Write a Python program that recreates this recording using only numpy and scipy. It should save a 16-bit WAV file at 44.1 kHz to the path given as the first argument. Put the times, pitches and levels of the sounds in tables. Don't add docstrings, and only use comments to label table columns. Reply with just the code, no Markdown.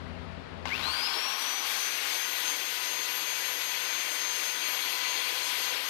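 import sys
import numpy as np
from scipy import signal
from scipy.fft import rfft, irfft
from scipy.io import wavfile
from scipy.ndimage import uniform_filter1d

SR = 44100
rng = np.random.default_rng(int(sys.argv[2]) if len(sys.argv) > 2 else 0)


def makeup_ratio(level_db):
    decades = np.asarray(level_db, float) / 20
    return 10 ** decades


def file_out(sig):
    cols = np.atleast_2d(sig).T
    lim = np.clip(cols, -1, 1)
    pcm = np.round(lim * 32767).astype(np.int16)
    wavfile.write(sys.argv[1], SR, pcm)


N = 259749
T = np.arange(N) / SR
TOP_HZ = 6442


# time_s, whistle_sag_hz
LOAD_SAG = [(.68, 0), (.705, -39), (.76, 82), (.835, -55), (1.02, 27), (1.35, -5), (3.7, 5), (3.9, 38),
            (4.1, 34), (4.5, 62), (4.7, 17), (5.0, -35), (5.2, -54), (5.4, -34), (5.6, 5), (5.75, 18),
            (5.89, 11)]


def whistle_hz():
    start_s, quick_share, quick_s, slow_s = .6407, .5225, .1136, .4638
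    u = np.maximum(T[::32] - start_s, .012)
    missing = quick_share * np.exp(-u / quick_s) + (1 - quick_share) * np.exp(-u / slow_s)
    return np.interp(T, T[::32], TOP_HZ * (1 - missing)) - curve(LOAD_SAG)


def speed_db():
    return 20 * np.log10(whistle_hz() / TOP_HZ)


def shaft_turns():
    return np.cumsum(whistle_hz()) / SR / 13


# tone_hz, level_db
VENT_LEVELS = [
    [(1200, -60.5), (1900, -42), (2200, -27.5), (2800, -35.5), (3300, -57), (3900, -29), (4650, -30.5), (5200, -34), (6400, -36.5)],
    [(6600, -61), (8200, -60), (9700, -49), (11000, -53), (12000, -46), (12400, -45), (12800, -41)],
]
# middle_s, length_s, tone_db, octave_db
WRIST_TILTS = [(1.132, 0.036, -6, -7), (1.69, 0.084, -5, 2), (1.81, 0.033, 1, -5), (2.06, 0.12, -5, -3),
               (2.4, 0.12, -3, -1), (2.55, .15, -1.5, 2), (2.76, 0.14, -5, 0), (3.1, 0.45, 0, 0.5),
               (3.85, 0.39, -0.5, 0), (4.35, 0.67, 1, -3.5), (4.72, .12, -2, 8), (5.1, 0.9, -1.5, -2),
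               (5.35, 0.47, -3, -1), (4.87, 0.17, -0.5, 1.5), (5.55, .07, -6, -2), (5.79, 0.12, -18, -6)]


def blade_whistle():
    turns = shaft_turns()
    tone = np.zeros(N)
    for k in (1, 2):
        vent_db = np.interp(k * whistle_hz(), *np.transpose(VENT_LEVELS[k - 1]))
        level_db = vent_db + bumps(WRIST_TILTS, column=k + 1) + 2.02 * drift(45.)
        tone += makeup_ratio(level_db) * np.cos(2 * np.pi * k * 13 * turns + 0.65 * drift(60.))
    echo = np.clip(3 - 4.4 * whistle_hz() / 6420, .15, .9)
    echo_delay_s = .00644
    return (tone + echo * np.roll(tone, round(echo_delay_s * SR))) / np.sqrt(1 + echo ** 2)


# shaft_multiple, level_db, waver_db, fuzz_hz, growth (as a power of speed)
SHAFT_TONES = [
    (1, -55, 2, 10, 12),
    (2, -47, 2, 14, 35),
    (3, -50, 2.5, 20, 8),
    (4, -47, 3, 30, 12),
    (5, -53, 3, 30, 12),
    (12, -56.5, 3, 20, 0),
    (18.12, -52, 3, 70, 7),
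    (20.86, -57, 3, 90, 2),
    (24, -60.5, 3, 25, 0),
]


def shaft_tones():
    turns, speed = shaft_turns(), whistle_hz() / 6420
    tones = np.zeros(N)
    for multiple, db, waver_db, fuzz_hz, growth in SHAFT_TONES:
        wander = np.cumsum(fuzz_hz * .3 * drift(120.)) / SR
        level = speed ** growth * makeup_ratio(db + waver_db * drift(30.))
        tones += level * np.cos(2 * np.pi * (multiple * turns + wander))
    return colour(tones, [(4200, 0), (4700, 19), (5200, 0)])


def whistles():
    return np.sqrt(2) * (blade_whistle() + shaft_tones())


# pitch_hz, level_db (per Hz)
ROAR_COLOUR = [(350, -27), (600, -11.5), (979, -12), (1830, -1), (2190, 1), (3400, -0.65), (4260, -3),
               (5980, -9.5), (6490, -18.5), (6760, -15), (8400, -27.5), (13200, -22), (14700, -19.5),
               (15500, -35)]
# pitch_hz, level_db (per Hz)
RUMBLE_COLOUR = [(60, -19), (130, -19), (200, -13), (280, 6), (450, 6.5), (700, 4), (1000, 8.5),
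                 (1500, -49)]
# pitch_hz, width_hz, level_db
CASING_RINGS = [(820, 120, -5), (930, 60, -5), (1065, 70, 2), (1220, 80, -2), (1540, 200, -5)]
# pitch_hz, width_hz, level_db
BOWL_RINGS = [(2300, 250, -5), (2750, 160, -3), (3280, 200, 0), (4250, 260, -1), (4600, 200, -5)]
# time_s, casing_ring_share, open_bowl_share
HOLD = [(.65, .8, 0), (.7, .4, 0), (.76, .5, 0), (.8, .75, .25), (.95, .75, .45), (1.17, .65, .45),
        (1.35, .55, .3), (1.8, .2, .15), (2.2, .15, .15), (4.55, .12, .15), (4.75, .2, .55),
        (5.25, .2, .55), (5.4, .15, .3), (5.89, .15, .25)]
# time_s, roar_db
LEAN = [(1.4, -0.3), (1.8, 0.8), (2.1, 1.5), (2.2, -0.1), (3.7, 0), (3.85, 0.9), (5.15, -0.3), (5.5, 0.8)]
# middle_s, length_s, rumble_db
BOWL_JOLTS = [
    (.73, .04, 2),
    (1.17, .05, 6),
    (2.14, 0.065, 4),
    (4.1, 0.12, 1.5),
    (5.58, .06, 6),
    (5.74, 0.068, 6),
]
# middle_s, length_s, hiss_db
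PAD_PRESSES = [(1.36, .04, -2), (1.42, 0.068, 3.5), (1.6, 0.071, -0.5), (1.76, 0.22, 4.5), (1.98, .1, -0.5),
               (2.12, 0.17, 3), (2.45, 0.19, 4), (2.66, 0.081, -3), (2.82, .14, 1.5), (2.97, 0.078, -1),
               (3.08, .12, 0), (3.3, .08, 0), (3.4, 0.049, 1.5), (3.9, 0.36, 0), (4.43, .2, 2),
               (4.61, 0.09, -1), (4.73, 0.055, 0), (5.55, 0.27, 2.5), (5.85, .1, -2)]


def roar():
    teeth = np.cumsum(whistle_hz() * 0.044 * (1 + 0.33 * drift(46.0))) / SR
    chatter = np.clip(1.05 - whistle_hz() / 6900.0, .06, .9)
    tooth_clicks = np.exp(-(teeth % 1) / 0.77)
    drive = patchy(1.22) * (1 - chatter + 1.73 * chatter * tooth_clicks)
    body = evened(colour(drive, ROAR_COLOUR))
    body += curve(HOLD) * ring(drive, CASING_RINGS)
    body += curve(HOLD, column=2) * ring(drive, BOWL_RINGS)
    rumble = evened(colour(patchy(1.9), RUMBLE_COLOUR))
    roar_db = -36 + 0.47 * speed_db() + 0.21 * bumps(PAD_PRESSES) + curve(LEAN)
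    rumble_db = -53 + .4 * speed_db() + 0.15 * bumps(PAD_PRESSES) + bumps(BOWL_JOLTS)
    return makeup_ratio(roar_db + 4.0) * body + makeup_ratio(rumble_db + 5.5) * rumble


# pitch_hz, level_db (per Hz)
GRIT_COLOUR = [(2500, -54), (4500, 9), (7000, 4), (10000, 3.5), (13000, 5.5), (14300, 2.5), (14800, -7),
               (15800, -14)]


def grit():
    pad_turns_hz, scratches_per_s = 43.1, 9000.
    beat = 1 + 0.071 * np.cos(2 * np.pi * np.cumsum(pad_turns_hz * whistle_hz() / TOP_HZ) / SR)
    strength = makeup_ratio(2.1 * rng.exponential(1, N))
    scratches = strength * (rng.random(N) < scratches_per_s / SR) * rng.choice([-1, 1], N)
    hiss = evened(scratches) * 0.52 + patchy(1.5)
    level_db = -50.5 + 1.8 * speed_db() + bumps(PAD_PRESSES) + 12.0 + 0.57 * drift(30.)
    return makeup_ratio(level_db) * beat * evened(colour(hiss, GRIT_COLOUR))


# start_s, peak_db, pitch_hz
KNOCKS = [
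    (.654, -29, 1100),
    (.6555, -22, 820),
    (.6735, -26, 1050),
    (.682, -28, 950),
    (.6905, -29, 800),
]


def knocks():
    out, t = np.zeros(N), np.arange(800) / SR
    for start_s, db, hz in KNOCKS:
        tone = np.sin(2 * np.pi * hz * t) + .8 * np.sin(2 * np.pi * 2.6 * hz * t)
        crack = signal.lfilter(*signal.butter(3, 4300, fs=SR), rng.standard_normal(len(t)))
        fade = makeup_ratio(db - 60 * t / .026) * np.minimum(t / .0004, 1)
        out[round(start_s * SR):][:len(t)] += fade * (tone + 1.5 * crack)
    return out


def running():
    return np.clip((T - .653) / .003, 0, 1)


RUSH_DB, DUCK_DB = -53.8, -13


def rush_db():
    duck_start_s, duck_s = .85, .45
    return RUSH_DB + DUCK_DB * (1 - np.exp(-np.maximum(T - duck_start_s, 0) / duck_s))


# pitch_hz, level_db (per Hz)
MUFFLED_COLOUR = [(30, -11.1), (90, -3.9), (250, -7.7), (400, -1.6), (550, 0.0), (750, -5.2), (1000, -10.6),
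                  (1500, -17.3), (2200, -22.1), (4200, -27.5), (5200, -29.5), (8000, -41.9), (12000, -46.4),
                  (14500, -60.7)]
# pitch_hz, level_db
LEAK_COLOUR = [(1500, -60), (3000, -58), (4200, -56), (5000, -45), (5800, -41), (8000, -39), (12000, -38),
               (13500, -38), (14400, -39), (14900, -60)]
# middle_s, level_db (over the rush)
THUMPS = [(.115, 4), (.307, 3.5), (.526, 2), (.565, 6.5), (.63, 6.5), (.693, 2), (.793, 1.5), (.847, 4.5),
          (.912, 2.5), (1.042, 1.5), (1.12, .5), (1.31, 3), (1.468, 3.5), (1.667, 5.5), (1.725, 5.5),
          (1.933, 6.5), (2.078, 3.5), (2.405, 4.5), (2.967, 3.5), (3.949, 5.5), (4.714, 3.5), (5.318, 5.5),
          (5.529, 4), (5.595, 6)]


def blocked(drill):
    rush = evened(colour(colour(patchy(1.2), MUFFLED_COLOUR), [(150, -16), (330, 0)]))
    narrow = (rush_db() - RUSH_DB) / DUCK_DB
    rush += narrow * (colour(rush, [(280, -9), (420, 1.5), (800, 1.5), (1700, -8)]) - rush)
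    thumps, t = np.zeros(N), np.arange(-600, 601) / SR
    faint = rng.random((42, 2)) * [T[-1] - 1.3, -8] + [1.2, 3]
    thump = np.cos(2 * np.pi * 105. * t) * np.exp(-(t / .005) ** 2)
    for middle_s, db in [*THUMPS, *faint]:
        thumps[round(middle_s * SR) - 600:][:len(t)] += makeup_ratio(db + 1.5) * thump
    unsteady = makeup_ratio(.3 + 1.5 * drift(2.) + drift(40.))
    return makeup_ratio(rush_db()) * (unsteady * rush + thumps) + colour(drill, LEAK_COLOUR)


# pitch_hz, level_db (per Hz)
YARD_COLOUR = [(20, -18), (50, -14.5), (66, 0.5), (110, -10), (260, -9), (300, -15.5), (600, -14.5),
               (1500, -17.5), (3000, -24.5), (4400, -29), (5800, -41), (8000, -49.5), (11000, -51.5),
               (15000, -61)]
# pitch_hz, level_db
FAR_ENGINE = [(85, -47), (128, -59), (170, -51), (213, -61), (254, -54.5), (386, -60), (427, -63),
              (662, -60)]
# time_s, level_db
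BASS_CUT = [(0, -1), (.35, 1), (.45, -2), (.65, -3), (.85, -6), (.97, -11), (1.1, -26), (1.4, -44),
            (5.89, -48)]


def yard():
    wash = evened(colour(patchy(0.6), YARD_COLOUR))
    low = colour(wash, [(180, -0.5), (330, -33)])
    engine = np.zeros(N)
    for hz, db in FAR_ENGINE:
        level = makeup_ratio(db + 7.0 + 2.7 * drift(18.36))
        engine += level * np.cos(2 * np.pi * hz * T + 1.62 * drift(10.))
    cut = makeup_ratio(curve(BASS_CUT))
    high = makeup_ratio(rush_db() - RUSH_DB) * (wash - low)
    return makeup_ratio(-48.5 + 8.5) * (cut * low + high) + cut * engine


def evened(x):
    return x / np.sqrt(np.mean(x ** 2) + 1e-20)


def curve(rows, column=1):
    rows = np.array(rows)
    return np.interp(T, rows[:, 0], rows[:, column])


def bumps(rows, column=2):
    rows = np.array(rows)[:, :, None]
    middle_s, length_s = rows[:, 0], rows[:, 1]
    swells = np.exp(-((T[::64] - middle_s) / (length_s / 2)) ** 4)
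    return np.interp(T, T[::64], (rows[:, column] * swells).sum(0))


def colour(x, points):
    hz, db = np.transpose(points)
    gain_db = np.interp(np.log(np.fft.rfftfreq(N, 1 / SR) + 1), np.log(hz), db)
    return irfft(rfft(x) * makeup_ratio(gain_db), N)


def ring(x, modes):
    f = np.fft.rfftfreq(N, 1 / SR)
    gain = sum(makeup_ratio(db) / (1 + (2 * (f - hz) / width) ** 2) for hz, width, db in modes)
    return evened(irfft(rfft(x) * gain, N))


def drift(rate_hz):
    f = np.geomspace(rate_hz / 20, rate_hz, 16)[:, None]
    waves = np.sin(2 * np.pi * (f * T[::64] + rng.random(f.shape))) / np.sqrt(f)
    return np.interp(T, T[::64], evened(waves.sum(0)))


def patchy(patchy_db):
    a, b, patches = rng.standard_normal((N // 128 + 5, 257, 3)).T
    patches = uniform_filter1d(patches, size=7, axis=0)
    patches = evened(uniform_filter1d(patches, size=12, axis=1))
    noise = (a + 1j * b) * makeup_ratio(patchy_db * patches)
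    return evened(signal.istft(noise, nperseg=512, noverlap=384)[1][:N])


def gate(x, points, mask_db):
    sine = np.sin(np.pi * (np.arange(2048) + .5) / 2048)
    hz, t, z = signal.stft(x, SR, window=sine, nperseg=2048, noverlap=1024)
    bands, centre_hz = z[:1024].reshape(64, 16, -1), hz[8:1024:16]
    power = (abs(bands) ** 2).mean(1) / 13 + 1e-20
    near_db = 10 * np.log10(uniform_filter1d(power, size=5, axis=0) + 1e-20) + mask_db
    near_db -= 50 * (centre_hz[:, None] < 3000)
    edge_db = np.maximum(np.interp(centre_hz, *np.transpose(points))[:, None], near_db)
    kept = 10 * np.log10(power) > edge_db + 2.5 * rng.standard_normal(power.shape)
    z[:1024] = (bands * kept[:, None]).reshape(1024, -1)
    return signal.istft(z, SR, window=sine, nperseg=2048, noverlap=1024)[1][:N]


def scene():
    tones = whistles()
    drill = running() * (tones + roar() + grit()) + knocks()
    leak = running() * (.6 * np.roll(tones, -30) + roar() + grit())
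    return np.array([drill + yard(), blocked(leak)])


def roll_off(x):
    return signal.sosfilt(signal.butter(12, 15880, fs=SR, output="sos"), x)


# pitch_hz, level_db (per Hz)
GATES = [
    [(3000, -125), (9000, -114), (11500, -112), (13000, -113), (14400, -104), (14650, -88), (15000, -91.5), (15600, -91.5), (15750, 0)],
    [(2000, -126), (4000, -124), (9000, -123), (14400, -121), (14700, -105)],
]
# left_db, right_db
NEIGHBOUR_LIMITS = (-40, -3)


def record(dry):
    gated = np.array([gate(*row) for row in zip(dry, GATES, NEIGHBOUR_LIMITS)])
    return roll_off(gated)


dry = scene()
out = record(dry)
file_out(out)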